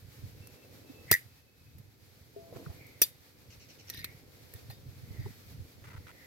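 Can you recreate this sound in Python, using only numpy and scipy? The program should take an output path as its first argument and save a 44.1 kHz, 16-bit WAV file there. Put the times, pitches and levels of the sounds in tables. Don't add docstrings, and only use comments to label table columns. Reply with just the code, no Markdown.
import sys
import numpy as np
from scipy import signal
from scipy.fft import rfft, irfft, next_fast_len
from scipy.io import wavfile
from scipy.ndimage import uniform_filter1d

SR = 44100
rng = np.random.default_rng(int(sys.argv[2]) if len(sys.argv) > 2 else 0)


def to_wav(s):
    ch = np.atleast_2d(s).T
    pcm = np.round(np.clip(ch, -1, 1) * 32767)
    wavfile.write(sys.argv[1], SR, pcm.astype(np.int16))


N = 276198


def amp(db):
    return 10 ** (np.asarray(db) / 20)


def sides(left, right):
    return np.array([[left], [right]])


def evened(x):
    return x / np.sqrt(np.mean(x ** 2) + 1e-20)


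def add(mix, s, sound):
    part = mix[:, round(s * SR):][:, :sound.shape[-1]]
    part += sound[..., :part.shape[1]]


def coloured(x, points):
    f, db = np.transpose(points)
    size = next_fast_len(x.shape[-1] + 2048)
    hz = np.fft.rfftfreq(size, 1 / SR)
    gain = amp(np.interp(np.log(hz + 1), np.log(f + 1), db))
    return evened(irfft(rfft(x, size) * gain, size)[..., :x.shape[-1]])


def noise(size, same=0.):
    a, b = rng.standard_normal((2, size))
    same = np.clip(same, -1, 1)
    return np.array([a, same * a + np.sqrt(1 - same ** 2) * b])


def flicker(size, s, db):
    span = round(s * SR)
    wander = uniform_filter1d(uniform_filter1d(rng.standard_normal(size), span), span)
    return amp(db * evened(wander))


def resonate(x, hz, width):
    turn = np.exp(2j * np.pi * np.cumsum(hz * np.ones(x.shape[-1])) / SR)
    r = np.exp(-np.pi * abs(width) / SR)
    smooth = signal.lfilter([1 - r], [1, -r], x / turn + 1e-18)
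    return 2 * (turn * smooth).real


def resonate_twice(x, hz, width):
    return resonate(resonate(x, hz, width), hz, width)


RING_LAG_TURNS = .24


def ring(modes, t, favoured_hz=500., favour_db=0., spread_db=0.):
    hz, db, t60 = np.transpose(modes)[:, :, None]
    start, luck = rng.random((len(modes), 1)), rng.standard_normal((2, len(modes), 1))
    phase = start + np.array([0, RING_LAG_TURNS])[:, None, None]
    favour = favour_db * np.exp(-(np.log(hz / favoured_hz) / 0.035) ** 2)
    db = db + spread_db * luck + favour
    swings = np.sin(2 * np.pi * (hz * t + phase))
    return (amp(db - 60 * t / t60) * swings).sum(1)


# start in seconds, level in dB,
# dull part in dB re that level, ring in dB re that level, frequency the struck spot favours in Hz,
# time until the grip mutes the ring in seconds.
CONTACTS = [(0.471, -34, -15, -44, 12800, .01), (1.113, -0.5, -9, -18, 13000, 0.0038),
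            (1.1147, -11.5, -10, -15, 14800, 0.008), (1.1168, -8.5, -4.5, -18, 4820, 0.012),
            (1.1183, -21.5, -25, -9, 9340, 0.014), (1.1215, -22.5, -20, -13, 3580, 0.019),
            (1.1258, -17.5, -7.5, -6, 7000, 0.011), (1.1377, -12, -20, -25, 5900, 0.004),
            (1.146, -25, -22.5, -20, 12650, 0.004), (1.783, -46.5, -6, -14, 12740, 0.02),
            (2.867, -41, -26, -23, 8800, .005), (3.0163, -2, -14.5, -22, 13000, 0.0054),
            (3.018, -13, -9, -12, 2570, 0.0027), (3.0205, -10.5, -36, -15.5, 14660, 0.0089),
            (3.02, -21, -22, -4, 5900, 0.022), (3.0225, -12, -30, -19, 12700, 0.0037),
            (3.028, -34, -25, -2, 3500, .025), (3.029, -19, -25, -8, 4680, 0.015),
            (3.031, -16, -25, -14, 12550, .008), (3.8985, -24.5, -12.5, -13.5, 5800, 0.0046),
            (3.899, -35, -7, -6.5, 4130, 0.0034), (3.9, -47, -7, -4, 1850, .012),
            (3.944, -35, -3, -17, 4800, 0.011), (3.97, -43, -11, -6, 4100, .008),
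            (3.99, -46, -8, -4, 4170, .008), (3.989, -46.5, -7, -0.5, 1850, 0.03),
            (3.997, -54, -12, 0, 4820, 0.026), (4.043, -27.5, -3, -4, 4040, 0.0017),
            (4.0427, -37, -6, -1.5, 2570, 0.0077), (4.043, -42, 1, -10, 1850, 0.014),
            (4.537, -31, -16, -23.5, 1850, 0.026), (4.558, -53, -10, -1, 3460, 0.014),
            (4.699, -48, -1, -3.5, 4200, .012), (4.7028, -47, 3, -4, 1872, 0.025),
            (4.708, -48, -8, -4, 2570, .01), (4.71, -53, -12, -2.5, 3720, 0.082),
            (4.713, -55.5, -12, -2.5, 4800, 0.049), (5.205, -62, -12, -1.5, 3706, 0.05),
            (5.2, -59.5, -12, -1.5, 4860, 0.07)]
# frequency in Hz, level in dB, time to fall 60 dB in seconds.
ARM_MODES = [(1850, -18, 0.15), (2563, -17.5, 0.056), (3520, -19, 0.11), (3620, -20.5, 0.17),
             (3696, -21, 0.5), (4173, -14, 0.067), (4750, -17.5, 0.16), (4850, -19.5, 0.35),
             (5895, -11.5, 0.044), (7150, -20, 0.06), (7530, -19.5, 0.1), (8360, -16.5, 0.064),
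             (9330, -16, 0.11), (10370, -14, .15), (11210, -15, 0.12), (12540, -11.5, 0.14),
             (13400, -4, 0.053), (14200, -13.5, 0.15), (14600, -7, 0.075), (15050, -9, .05),
             (15470, -14, .06)]
# frequency in Hz, density in dB per Hz.
CRACK_SPECTRUM = [(1760, -34.5), (3000, -21.5), (5950, -6), (7210, -20.5), (8560, -5), (10800, -9),
                  (12300, -0.5), (14900, -4), (16500, -21.5)]
# frequency in Hz, density in dB per Hz.
BLOW_SPECTRUM = [(100, -38), (250, 2.5), (400, -1), (870, -12.5), (1400, -4), (2100, -4), (2600, -6.5),
                 (4000, -23), (5200, -35.5), (8800, -100)]
# frequency in Hz, density in dB per Hz.
WASH_SPECTRUM = [(900, -30), (2200, -7), (5500, -8), (8000, -8), (13500, -0.5), (16300, -16)]
WASH_DB, WASH_T60_S = -32.5, .2


def clinks():
    out, t = np.zeros((2, N)), np.arange(9000) / SR
    rise = 1 - np.exp(-(t / .0011) ** 2)
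    for s, db, dull_db, ring_db, hz, held_s in CONTACTS:
        crack = coloured(noise(len(t), 0.37), CRACK_SPECTRUM) * amp(-4.5 - 60 * t / 0.016)
        wash = coloured(noise(len(t)), WASH_SPECTRUM) * amp(WASH_DB - 60 * t / WASH_T60_S)
        blow = coloured(noise(len(t), 0.2), BLOW_SPECTRUM)
        blow = blow * amp(dull_db + sides(-1.5, -5) - 60 * t / 0.016)
        clash = evened(resonate(noise(len(t)), hz, 0.11 * hz))
        clash = clash * amp(ring_db - 3.0 - 60 * t / 0.039)
        mute = amp(-60 * np.maximum(t - held_s, 0) / 0.04) + amp(-25)
        arms = amp(ring_db) * ring(ARM_MODES, t, hz, favour_db=18.5, spread_db=2.0) * mute
        add(out, s, amp(db) * rise * (crack + blow + clash + arms + wash))
    return out


FIRST_JERK_S, JERK_GAP_S = 1.1283, .0104
JERK_HZ, JERK_DB = 1930, -13
JERK_TOP_S, JERK_WIDTH_S = 1.136, 0.028
JERK_LAG_TURNS = .22


def hinge_jerks():
    out, t = np.zeros((2, N)), np.arange(1500) / SR
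    phase = rng.random() - sides(JERK_LAG_TURNS, 0)
    swell = (t / 0.0023 * np.exp(1 - t / 0.0022)) ** 2
    for s in FIRST_JERK_S + JERK_GAP_S * np.arange(5):
        db = JERK_DB - 20 * ((s - JERK_TOP_S) / JERK_WIDTH_S) ** 2
        add(out, s, amp(db) * swell * np.sin(2 * np.pi * (JERK_HZ * (t + s) + phase)))
    return out


RUB_SAG_HZ_PER_S = 430
# loudest moment in seconds, level in dB before a common trim,
# frequency at that moment in Hz, width in Hz, rise in seconds, fall in seconds (both over 20 dB).
HINGE_RUBS = [(1.11, -48, 2020, 300, .028, 0.008), (1.166, -53, 1950, 380, 0.0077, .055),
              (2.82, -68, 2236, 330, .09, .36), (3.965, -66, 1850, 130, .1, .08),
              (4.06, -64, 2140, 450, .2, .15), (5.23, -69, 1960, 380, .25, .2),
              (6.25, -68.5, 1940, 380, 0.33, 0.097)]


def hinge_rubs():
    out = np.zeros((2, N))
    for top_s, db, hz, width_hz, rise_s, fall_s in HINGE_RUBS:
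        t = np.arange(-min(2 * rise_s, top_s), 2 * fall_s, 1 / SR)
        rub = evened(resonate_twice(noise(len(t)), hz - RUB_SAG_HZ_PER_S * t, width_hz))
        slope = np.where(t < 0, -t / rise_s, t / fall_s) ** 1.1
        level = amp(db + 10.0 - 20 * slope)
        add(out, top_s + t[0], level * rub * signal.windows.tukey(len(t), .2))
    return out


# start in seconds, level in dB before a common trim,
# length in seconds, frequency of the squeak in Hz.
TIP_DRAGS = [(3.87, -53, 0.11, 5700), (3.93, -48, 0.055, 3730), (3.97, -48.5, 0.06, 3800)]
# frequency in Hz, density in dB per Hz.
DRAG_SPECTRUM = [(880, -38), (1500, -1), (2770, 8), (3660, 3), (5470, 6), (8090, -16), (12500, 3),
                 (15900, -24), (16500, -38)]


def drags():
    out, t = np.zeros((2, N)), np.arange(6000) / SR
    for s, db, length_s, hz in TIP_DRAGS:
        squeak = evened(resonate_twice(noise(len(t)), hz, .12 * hz))
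        drag = coloured(noise(len(t)), DRAG_SPECTRUM) + squeak
        drag = drag * flicker(len(t), 0.0032, db=5.5)
        swell = (1 - np.exp(-t / 0.0029)) * np.exp(-(t / length_s) ** 2)
        add(out, s, amp(db - 7.5) * drag * swell)
    return out


# start in seconds, level in dB before a common trim, length in seconds.
PUFFS = [(3.499, -49.5, 0.058), (3.595, -50, 0.067), (3.682, -49.5, 0.068), (3.782, -49, 0.051)]
# frequency at the start in Hz, width in Hz, level in dB.
PUFF_RESONANCES = [(2850, 1300, 1), (4600, 1400, 1), (5800, 1300, 1)]
RASP_SINK_S = .4


def rasps():
    out, t = np.zeros((2, N)), np.arange(6000) / SR
    fall = np.exp(-t / RASP_SINK_S)
    for s, db, length_s in PUFFS:
        air = noise(len(t))
        rasp = sum(amp(d) * resonate_twice(air, hz * fall, width) for hz, width, d in PUFF_RESONANCES)
        rasp = evened(rasp * flicker(len(t), 0.0038, db=1.5))
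        swell = (1 - np.exp(-t / 0.0076)) * np.exp(-(t / length_s) ** 2)
        add(out, s, amp(db - 6) * rasp * swell)
    return out


# start in seconds, end in seconds, level in dB,
# slips per second, share of each period that sounds in full.
GRIP_CREAKS = [(5.84, 5.982, -56, 33, 0.75), (6.068, 6.116, -54.5, 88, 0.65)]
# frequency in Hz, width in Hz, level in dB.
GRIP_RESONANCES = [(980, 140, -1.5), (1400, 220, 6.5), (1950, 260, 0.5)]


def creaks():
    out = np.zeros((2, N))
    for s, end, db, per_s, share in GRIP_CREAKS:
        t = np.arange(0, end - s, 1 / SR)
        slips = noise(len(t), 0.14) * (0.14 + (t * per_s % 1 < share))
        grip = sum(amp(d) * resonate(slips, hz, width) for hz, width, d in GRIP_RESONANCES)
        add(out, s, amp(db) * evened(grip) * signal.windows.tukey(len(t), .015))
    return out


KNOCK_S, KNOCK_DB = 2.362, -35.5
# frequency in Hz, level in dB, time to fall 60 dB in seconds.
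POT_MODES = [(408, -2.5, 0.16), (669, -15, 1.13)]


def pot_knock():
    out, t = np.zeros((2, N)), np.arange(SR // 2) / SR
    level = amp(KNOCK_DB + sides(2.5, -1.5))
    add(out, KNOCK_S, level * ring(POT_MODES, t) * (1 - np.exp(-(t / 0.001) ** 2)))
    return out


SCRAPE_S, SCRAPE_LENGTH_S, SCRAPE_DB, SCRAPE_HZ = 2.52, 0.25, -57, 520


def pot_scrape():
    out, t = np.zeros((2, N)), np.arange(round(SCRAPE_LENGTH_S * SR)) / SR
    grain = resonate(noise(len(t), 0.29), SCRAPE_HZ, 500) * flicker(len(t), 0.0046, db=4.5)
    level = amp(SCRAPE_DB - 32 * t)
    add(out, SCRAPE_S, level * evened(grain) * signal.windows.tukey(len(t), .3))
    return out


# start in seconds, level in dB before a common trim,
# frequency in Hz.
WATER_BUMPS = [(2.524, -38.5, 504), (2.554, -38.5, 420), (2.555, -49.5, 1400), (2.579, -40, 290),
               (2.597, -43, 495), (2.615, -44, 320), (2.661, -39.5, 1200), (2.697, -46, 380),
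               (4.701, -43.5, 740), (5.255, -37.5, 405), (5.256, -42, 870)]


def bumps():
    out, t = np.zeros((2, N)), np.arange(2600) / SR
    for s, db, hz in WATER_BUMPS:
        puff = resonate(noise(len(t), 0.6), hz, 0.33 * hz)
        puff = evened(resonate(puff, hz, 0.32 * hz))
        add(out, s, amp(db - 3 - 60 * t * hz / 34) * puff * (1 - np.exp(-t * hz / 1.2)))
    return out


THUMP_LAG_TURNS = .25
# start in seconds, level in dB
# before a trim per side, frequency in Hz.
LUMPS = [(0.233, -39.5, 106), (0.894, -46, 273), (1.108, -31.5, 137), (1.118, -35, 88.5),
         (2.555, -45, 121.7), (2.663, -39, 145), (2.694, -38.5, 85.3), (4.546, -44, 108.1),
         (4.692, -43.5, 115), (4.882, -42.5, 98), (5.03, -42.5, 125), (5.102, -39, 96), (5.19, -34, 112),
         (5.251, -39, 99.5), (5.597, -41, 93.7), (5.976, -42.5, 79)]


def thumps():
    out, t = np.zeros((2, N)), np.arange(4000) / SR
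    swell = (t / 0.0069 * np.exp(1 - t / 0.0082)) ** 2
    for s, db, hz in LUMPS:
        phase = rng.random() - sides(THUMP_LAG_TURNS, 0)
        swing = np.sin(2 * np.pi * (hz * t + phase))
        add(out, s, amp(db + sides(-1.5, 3)) * swell * swing)
    return out


# time in seconds, slosh in dB, hiss in dB, both before a common trim.
WATER_LEVELS = [(0.0, -68.5, -66), (0.33, -64, -65), (1.01, -60.5, -65), (1.17, -68, -66), (1.44, -73, -71),
                (2.28, -69.5, -68.5), (2.58, -56, -64.5), (3.16, -70, -65.5), (3.45, -67, -68),
                (3.85, -65, -65.5), (4.24, -65.5, -66.5), (4.55, -62.5, -63), (4.95, -66.5, -65.5),
                (5.16, -61.5, -63), (5.3, -66, -64.5), (6.26, -64.5, -65.5)]
# frequency in Hz, density in dB per Hz.
SLOSH_SPECTRUM = [(88, -57.5), (150, -13), (285, -4), (329, -7.5), (499, -5.5), (587, -12), (1300, -29.5),
                  (1690, -45), (2860, -120)]
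# frequency in Hz, density in dB per Hz.
HISS_SPECTRUM = [(410, -45.5), (700, -7), (1080, -9.5), (1340, -7), (1810, -6), (2240, -5), (2490, -5.5),
                 (2770, -9.5), (4400, -5.5), (9340, -16), (12700, -7.5), (15900, -14), (16200, -45.5)]


def slosh_and_hiss():
    s, *columns = np.transpose(WATER_LEVELS)
    slosh_db, hiss_db = (np.interp(np.arange(N) / SR, s, c) for c in columns)
    slosh = evened(coloured(noise(N, 0.45), SLOSH_SPECTRUM) * flicker(N, 0.0041, db=1.5))
    hiss = coloured(noise(N), HISS_SPECTRUM) * flicker(N, 0.051, db=1.54)
    return slosh * amp(slosh_db + 2.0) + hiss * amp(hiss_db + 3.5)


# time in seconds, level in dB before a trim per side.
RUMBLE_LEVELS = [(0, -52.5), (.14, -56), (.28, -46), (.56, -61), (1.1, -55), (1.549, -67), (1.74, -49),
                 (1.9, -59.5), (2.4, -60.5), (2.56, -52.5), (2.75, -56), (3.2, -63), (3.55, -54),
                 (3.75, -60.5), (4.0, -52.5), (4.3, -59), (4.8, -53), (5.27, -43), (5.41, -60),
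                 (5.58, -42.5), (5.7, -61), (5.96, -49.5), (6.26, -62)]
# frequency in Hz, density in dB per Hz.
RUMBLE_SPECTRUM = [(25, -46.5), (38, -32.5), (46, -18.5), (69, -6), (92, -0.5), (115, -2), (178, -14),
                   (300, -21.5), (390, -45.5), (660, -120)]


def rumble():
    rumble_db = np.interp(np.arange(N) / SR, *np.transpose(RUMBLE_LEVELS))
    low = evened(coloured(noise(N, 0.65), RUMBLE_SPECTRUM) * flicker(N, 0.0084, db=3))
    return low * amp(rumble_db + sides(-2.5, 0.5))


WHISTLE_SAG_HZ_PER_S = 100
# start in seconds, length in seconds, level in dB, frequency at the start in Hz.
WHISTLE_SPELLS = [(0.318, 0.41, -69, 2684), (0.795, 0.34, -68.5, 2632), (1.15, 0.81, -76, 2616)]


def whistle():
    out = np.zeros((2, N))
    for s, length_s, db, hz in WHISTLE_SPELLS:
        t = np.arange(0, length_s, 1 / SR)
        line = resonate_twice(noise(len(t), .3), hz - WHISTLE_SAG_HZ_PER_S * t, 35)
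        line = line * flicker(len(t), .025, db=3)
        add(out, s, amp(db) * evened(line) * signal.windows.tukey(len(t), .7))
    return out


def scene():
    tongs = clinks() + hinge_jerks() + hinge_rubs() + drags() + rasps() + creaks()
    pot = pot_knock() + pot_scrape() + bumps()
    background = thumps() + slosh_and_hiss() + rumble() + whistle()
    return tongs + pot + background


EDGE_HZ = 16400


def record(dry):
    rounded = .9 * np.tanh(dry / .9)
    low_pass = signal.firwin(255, EDGE_HZ, window=("kaiser", 9), fs=SR)
    return signal.oaconvolve(rounded, low_pass[None], "same")


dry = scene()
out = record(dry)
to_wav(out)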